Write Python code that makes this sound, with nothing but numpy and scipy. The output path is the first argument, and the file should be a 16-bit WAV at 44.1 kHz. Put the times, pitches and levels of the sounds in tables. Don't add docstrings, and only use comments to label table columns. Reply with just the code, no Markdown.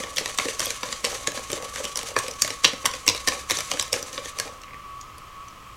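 import sys
import numpy as np
from scipy import signal
from scipy.fft import rfft, irfft
from scipy.io import wavfile
from scipy.ndimage import uniform_filter1d

SR = 44100
rng = np.random.default_rng(int(sys.argv[2]) if len(sys.argv) > 2 else 0)


def voltage_ratio(level):
    return 10 ** (np.asarray(level, float) / 20)


def unload_wav(signal):
    wavfile.write(
        sys.argv[1],
        SR,
        np.round(np.clip(np.atleast_2d(signal).T, -1, 1) * 32767).astype(np.int16),
    )


N = 254016


def curve(table):
    start_s, *columns = np.transpose(table)
    return [np.interp(np.arange(N) / SR, start_s, column) for column in columns]


def unit(x):
    return x / np.sqrt(np.mean(x ** 2))


def colour(x, spectrum):
    pitch_hz, level_db = np.transpose(spectrum)
    f = np.maximum(np.arange(len(x) // 2 + 1) * SR / len(x), 1)
    gain_db = np.interp(np.log(f), np.log(pitch_hz), level_db)
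    return irfft(rfft(x) * voltage_ratio(gain_db), len(x))


def ring(x, pitch_hz, width_hz):
    return signal.lfilter(*signal.iirpeak(pitch_hz, pitch_hz / width_hz, fs=SR), x)


def walk(rate_hz):
    hold = int(SR / rate_hz)
    steps = np.repeat(rng.standard_normal(N // hold + 1), hold)
    return 1.587 * uniform_filter1d(uniform_filter1d(steps, hold), hold)[:N]


# start_s, drag_db (grains and froth), slap_db (wet mix)
TURNS = [(-.06, -43, -46), (.165, -40.5, -44.5), (.375, -39, -50), (.59, -40, -59), (0.803, -40.5, -49.5),
         (1.035, -38.5, -40.5), (1.265, -41, -46.5), (1.495, -43.5, -42.5), (1.728, -40, -46),
         (1.955, -43.5, -45.5), (2.16, -41, -44.5), (2.415, -43, -58), (2.635, -44.5, -52),
         (2.846, -43, -50), (3.065, -41.5, -44), (3.264, -41.5, -45), (3.483, -38.5, -51),
         (3.699, -40.5, -51), (3.92, -46, -44), (4.125, -46, -55), (4.365, -45.5, -45)]


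def turns(ease_db_per_s, column):
    bite_s, sweep_s = 0.01, 0.1
    table = np.array(TURNS)
    since = np.arange(N) / SR - table[:, :1]
    easing = voltage_ratio(-ease_db_per_s * np.clip(since - bite_s - sweep_s, 0, 1))
    shape = np.clip(since / bite_s, 0, 1) * easing
    return np.sqrt(np.sum((voltage_ratio(table[:, column, None]) * shape) ** 2, axis=0))


def grains(per_s, spread_db):
    hits = rng.random(N) < per_s / SR
    clicks = hits * rng.standard_normal(N)
    return unit(clicks * voltage_ratio(spread_db * rng.exponential(size=N)))


# pitch_hz, t60_s (time to die by 60 dB), level_db (relative)
BOOM = [(107, 0.052, -25.5), (157, 0.06, -21), (263.4, 0.06, -11.5), (462.3, 0.12, -9.5),
        (519.3, 0.039, 4.5), (548.7, 0.022, 7), (721, 0.026, -8), (858, 0.029, -8.5)]
# pitch_hz, t60_s (when struck), level_db (relative)
KNOCK = [(1050, 0.0077, -60), (1095, 0.025, 2), (1420, 0.031, -8), (1545, 0.02, -4.5), (1757, 0.018, 3.5),
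         (2223, 0.0054, 11), (2423, 0.022, -4.5)]
# pitch_hz, t60_s (when struck), level_db (relative)
CLACK = [(2900, .006, -1), (3400, .006, 0), (3900, .006, 0), (4300, .006, 0), (4750, .006, 0)]
# (per Hz, relative)
GRIT = [(500, -34), (800, -21), (1400, -3.5), (2000, -5), (3500, -1.5), (4800, -5), (6500, -36)]
# (per Hz, relative)
FIZZ = [(3500, -27), (5000, -10), (6000, 1), (8000, -4.5), (10500, -9.5), (13000, -18.5), (16500, -41)]


def drag():
    lift_s, lift_fade_s = 4.62, 0.14
    down = np.clip((lift_s - np.arange(N) / SR) / lift_fade_s, 0, 1)
    grip = voltage_ratio(3 * walk(70))

    rub = grains(9000, 1.0) * grip
    wall = sum(voltage_ratio(level_db) * ring(rub, hz, hz / 9) for hz, _, level_db in KNOCK + CLACK)
    grit = unit(unit(colour(rub, GRIT)) + 0.5 * unit(wall))

    fizz = unit(colour(grains(14000, 1.4) * grip, FIZZ))

    lumps = grains(900, 2) * voltage_ratio(3 * walk(35))
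    slap = unit(sum(voltage_ratio(level_db) * ring(lumps, hz, 4 / t60_s) for hz, t60_s, level_db in BOOM))

    rubbing = turns(71, column=1) * grit
    frothing = voltage_ratio(1) * turns(66, column=1) * fizz
    slapping = turns(99, column=2) * slap
    return down * (rubbing + frothing + slapping)


def grazes():
    count = 40
    chance = rng.random((count, 4))
    start_s = (np.arange(count) + chance[:, 0]) / count * TURNS[-1][0]
    drag_db = 20 * np.log10(turns(71, column=1)[(start_s * SR).astype(int)])
    strength_db = drag_db + 12 + 3 * (2 * chance[:, 1] - 1)
    brightness = 0.64 + 2.6 * chance[:, 2]
    narrowness = 4 + 5 * chance[:, 3]
    return np.transpose([start_s, strength_db, brightness, narrowness, strength_db - 10])


LEAD = 640


def blow(modes, chance, chatter):
    t = np.arange(4096) / SR
    pitch_hz, t60_s, level_db = np.array(modes).T[:, :, None]
    share, detune = chance[:, :len(modes), None]
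    sign = (-1) ** np.arange(len(modes))[:, None]
    fading = voltage_ratio(level_db + 2.5 * share - 60 * t / t60_s)
    rings = sign * fading * np.sin(2 * np.pi * pitch_hz * (1 + 0.044 * detune) * t)

    scuff_db, scuff_s, chatter_db, chatter_s = -27, 0.0035, -15, 0.0016
    since = (np.arange(len(chatter)) - LEAD) / SR
    scuffing = voltage_ratio(scuff_db) * np.exp(-np.abs(since) / scuff_s)
    chattering = voltage_ratio(chatter_db) * np.exp(-np.abs(since) / chatter_s)
    force = chatter * np.where(since < 0, scuffing, chattering)
    force[LEAD] += 1
    y = signal.fftconvolve(rings.sum(axis=0), force)[:len(t)]

    span_hz = [0.73 * modes[0][0], min(2 * modes[-1][0], 0.45 * SR)]
    y = signal.sosfilt(signal.butter(2, span_hz, "band", fs=SR, output="sos"), y)
    return y / np.abs(y).max()


# start_s, strength_db,
# brightness (octaves above 1 kHz), narrowness (dB per octave, below 0 acts as 0), weight_db (on the bowl)
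CONTACTS = [(0.002, -27, 1.0, 2, -26), (0.0363, -22, 1.74, 3.5, -29), (0.1618, -13, 4.4, 6.5, -40),
            (0.1696, -14.5, 2.14, 10.5, -46), (0.1827, -7, 2.3, 9.5, -28.5), (0.2089, -32, 0.6, 7, -29),
            (0.2587, -16.5, 2.2, 3, -28), (0.3765, -16, 3.1, 11, -50), (0.3863, -10, 2.1, 4, -26),
            (0.3979, -16.5, 0.8, 5, -26.5), (0.4546, -25.5, 1.9, -2, -23.5), (0.4849, -20.5, 1.5, 2.5, -22),
            (0.5949, -10, 4.3, 4.5, -28.5), (0.6033, -14, 3, 4.5, -28), (0.6164, -23.5, 3.2, -1, -32),
            (0.6256, -23, 0.6, 9, -32), (0.6488, -22, 3.2, 7, -49), (0.6567, -12, 3.9, 5.5, -39),
            (0.6672, -17.5, 2, 15, -27), (0.705, -18, 3.7, 1.5, -36), (0.8317, -17.5, 1.24, 4.5, -26),
            (0.8555, -30, 2.7, 5, -33), (0.9263, -16.5, 1.8, 6.5, -33.5), (1.0436, -18.5, 2.3, -0.5, -22.5),
            (1.0491, -11, 2.3, 7, -31), (1.0564, -16, 2, 12, -44), (1.1189, -26.5, 2.6, 5, -42),
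            (1.149, -23, 1.5, 9, -35), (1.273, -11.5, 3.5, 1.5, -26), (1.2801, -28, 2.9, 8, -24.5),
            (1.3753, -20.5, 1.26, 5.5, -29.5), (1.5017, -25.5, 3.6, 0.5, -27), (1.5168, -15.5, 3.6, 7, -44),
            (1.5303, -17, 2.8, 5.5, -18.5), (1.6242, -29, 3.6, 1, -30), (1.7595, -24.5, 2.2, 0, -32.5),
            (1.8024, -31, 0.98, 6, -24.5), (1.8426, -24, 2.7, 4, -28.5), (1.8519, -16.5, 2.17, 8.5, -33),
            (1.9574, -13.5, 3, 8, -35), (1.9727, -12, 3.6, 5.5, -41), (1.9905, -19, 3.8, 2.5, -31.5),
            (2.0308, -23, 3.4, 5, -31.5), (2.087, -24, 3.4, 6.5, -32), (2.1643, -8.5, 0.79, 6.5, -15),
            (2.188, -13, 3.2, 5.5, -29), (2.2819, -21, 3.6, 2.5, -30), (2.3117, -19, 2.9, 18, -49),
            (2.4202, 1.5, 2.81, 11.5, -29.5), (2.4474, -21, 3.2, -2, -24.5), (2.4772, -19, 3.2, 2.5, -41),
            (2.5044, -18, 2.24, 5, -27.5), (2.6371, -20, 3, 7, -32), (2.6451, -1.5, 1.68, 7, -26.5),
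            (2.6495, 0.5, 2.21, 12, -23), (2.656, -7, 1.9, 16, -28), (2.6615, -18, 2.2, 9, -38),
            (2.6779, -19, 2.8, 13, -30), (2.7334, -26.5, 1.2, 4, -26.5), (2.8446, -25, 0.6, 12, -25.5),
            (2.8557, -10.5, 3.3, 1, -37), (2.8603, -7.5, 3.04, 3, -26), (2.8719, -21, 2.3, 7, -35),
            (2.9133, -26, 2.3, 5, -45), (2.9373, -22, 1.7, 4.5, -34.5), (3.065, -17.5, 3.1, 6, -30),
            (3.0786, -1.5, 2.7, 5.5, -22.5), (3.0882, 1.5, 2.28, 18, -24.5), (3.0974, -12.5, 3.1, 2.5, -31),
            (3.1479, -19.5, 2.1, 5, -27), (3.1769, -22.5, 2.3, 6.5, -40), (3.2746, -8.5, 4.7, 2, -22.5),
            (3.279, -12, 1.85, 5, -34), (3.285, -12.5, 2.5, 2.5, -25.5), (3.3211, -22.5, 1.2, 3, -39),
            (3.4987, -19, 1.8, -1.5, -33), (3.5079, -10, 2.33, 4, -27), (3.516, -15.5, 2.5, 2.5, -24),
            (3.5705, -14, 2.5, 17, -31), (3.5874, -16, 4.2, 2, -31), (3.6061, -17.5, 3.1, 3.5, -35),
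            (3.7009, -27, 3.2, 7, -37), (3.7152, -11.5, 2.47, 3.5, -25), (3.7366, -26, 2.5, 1, -23.5),
            (3.7719, -26, 1.5, 5, -39), (3.7965, -6, 2.21, 12, -34), (3.8116, -15, 2.6, 12, -50),
            (3.8256, -15.5, 3.2, 5.5, -54), (3.9293, -4.5, 2.97, 10.5, -19.5),
            (3.9393, -20.5, 2.6, 0, -25.5), (3.9628, -29, 2.4, 1, -24.5), (4.0274, -17.5, 2.9, 8, -30),
            (4.129, -26.5, 2.9, 9, -38), (4.146, -32, 2.6, 11, -39), (4.1785, -11, 1.49, 16, -26.5),
            (4.2566, -24, 2.1, 5.5, -31.5), (4.3872, -18.5, 3.7, 2, -40), (4.3989, -10, 3.96, 3.5, -26.5),
            (4.4551, -39, 2.9, 3, -31), (4.4776, -34, 1.5, 3, -49), (4.537, -39, 1.8, 17, -61),
            (4.5685, -52, 2.3, 11, -53), (4.6168, -32.5, 2.95, 12, -53), (4.6352, -33.5, 2.2, 4, -48),
            (4.6809, -34, 0.7, 12, -52), (4.7082, -36, 0.8, 14, -55), (4.7334, -31, 0.6, 13, -46),
            (4.7431, -33.5, 0.7, 5.5, -46), (5.0123, -28.5, 2.8, 12, -60), (5.1821, -30.5, 3.6, 7.5, -50),
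            (5.4833, -35.5, 2.6, 20, -61), (5.5092, -46, 1.7, 6, -65)]
# pitch_hz, t60_s, level_db (relative)
THUD = [(96, .08, -1), (116.4, 0.092, -1), (151.6, 0.075, -0.5), (192, 0.048, -2)]
# pitch_hz, t60_s, level_db (relative)
TICK = [(5300, .005, -2), (5800, .007, 0), (6400, .005, -1), (7000, .004, -3), (7600, .004, -4)]
# pitch_hz, t60_s, level_db (relative)
SPIT = [(8300, .003, 0), (9300, .003, -2), (10400, .003, -4), (11600, .003, -6), (13000, .0025, -9),
        (14600, .0025, -14)]
GROUP_OCTAVES = [.8, 1.95, 2.65, 3.4]
GROUP_DB = [2, 0.5, 1, -2.5]


def strikes():
    places = 4
    groups = (THUD, BOOM, KNOCK, CLACK, TICK, SPIT)
    contacts = np.vstack([CONTACTS, grazes()])
    out = np.zeros((places, N + 8192))
    chance = rng.standard_normal((len(contacts), len(groups), 2, 8))
    chatter = rng.standard_normal((len(contacts), 1024))
    for k, (start_s, strength_db, brightness, narrowness, weight_db) in enumerate(contacts):
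        i = int(start_s * SR)
        octaves_off = np.abs(np.array(GROUP_OCTAVES) - brightness)
        wires_db = strength_db + np.array(GROUP_DB) - max(narrowness, 0) * octaves_off
        thud_db = (strength_db + weight_db) / 2 - 25.5
        levels_db = [thud_db, weight_db, *wires_db]
        for modes, level_db, spot in zip(groups, levels_db, chance[k]):
            out[k % places, i:i + 4096] += voltage_ratio(level_db) * blow(modes, spot, chatter[k])
    return out[:, LEAD:LEAD + N]


def room(x):
    t60_s, treble_t60_s, echo_db = 0.3, 0.1, -8
    t = np.arange(int(0.6 * SR)) / SR
    noise = rng.standard_normal(len(t)) * np.clip(t / 0.0013, 0, 1)
    low = signal.lfilter(*signal.butter(1, 4500, fs=SR), noise)
    tail = low * voltage_ratio(-60 * t / t60_s) + (noise - low) * voltage_ratio(-60 * t / treble_t60_s)
    return voltage_ratio(echo_db) * signal.fftconvolve(x, tail / np.sqrt(np.sum(tail ** 2)))[:N]


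# start_s, pitch_hz, level_db
WHISTLE = [(0, 1140, -43.5), (.5, 1120, -51), (1.0, 1125, -54), (1.35, 1099, -43), (1.55, 1112, -45),
           (1.72, 1165, -44), (2.1, 1120, -51), (2.55, 1130, -46.5), (3.05, 1125, -49.5), (3.6, 1112, -49),
           (4.08, 1101, -51.5), (4.28, 1152, -43.5), (4.45, 1115, -47.5), (4.6, 1125, -53),
           (4.74, 1152, -42.5), (4.92, 1135, -44), (5.17, 1140, -59), (5.42, 1118, -45.5),
           (5.76, 1110, -66)]
# pitch_hz, width_hz (of each of two filters in a row), level_db (wavers)
DUCT = [(1082, 134, -52), (1152, 174, -50.5), (1281.5, 66, -52.5)]


def appliance():
    pitch_hz, level_db = curve(WHISTLE)
    phase = 2 * np.pi * np.cumsum(pitch_hz + 9 * walk(40)) / SR
    sound = np.sqrt(2) * voltage_ratio(level_db + 2 * walk(25.07)) * np.sin(phase)
    for hz, width_hz, air_db in DUCT:
        air = ring(ring(rng.standard_normal(N), hz, width_hz), hz, width_hz)
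        sound = sound + unit(air) * voltage_ratio(air_db + 0.5 * walk(3.77))
    return sound


# pitch_hz, level_db
HUM = [(59.2, -59), (118.4, -61.5)]
# pitch_hz, level_db
THIN = [(7881, -78), (12694, -85)]
# (per Hz, relative)
KITCHEN = [(20, -16), (28, -12), (60, -13), (150, -20), (300, -24), (560, -25), (900, -28), (1500, -29),
           (2200, -25), (3150, -27), (3600, -33), (7000, -36), (8400, -40), (16000, -45)]


def kitchen():
    t = np.arange(N) / SR
    hum = np.zeros(N)
    for pitch_hz, level_db in HUM + THIN:
        level = np.sqrt(2) * voltage_ratio(level_db + 2.8 * walk(3.77))
        hum += level * np.sin(2 * np.pi * pitch_hz * t + 1.33 * walk(12))
    return hum + voltage_ratio(-47.5) * unit(colour(rng.standard_normal(N), KITCHEN))


def scene():
    whisk = np.vstack([strikes(), drag()])
    near_and_echo = sum(part + room(part) for part in whisk)
    return (near_and_echo + appliance() + kitchen())[None]


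def band_limit(x):
    return signal.sosfilt(signal.butter(12, 16460, fs=SR, output="sos"), x)


def record(dry):
    top_cut = signal.ellip(8, 0.2, 60, 16300, fs=SR, output="sos")
    mix = np.clip(signal.sosfilt(top_cut, dry), -1, 1)
    return band_limit(mix)


dry = scene()
out = record(dry)
unload_wav(out)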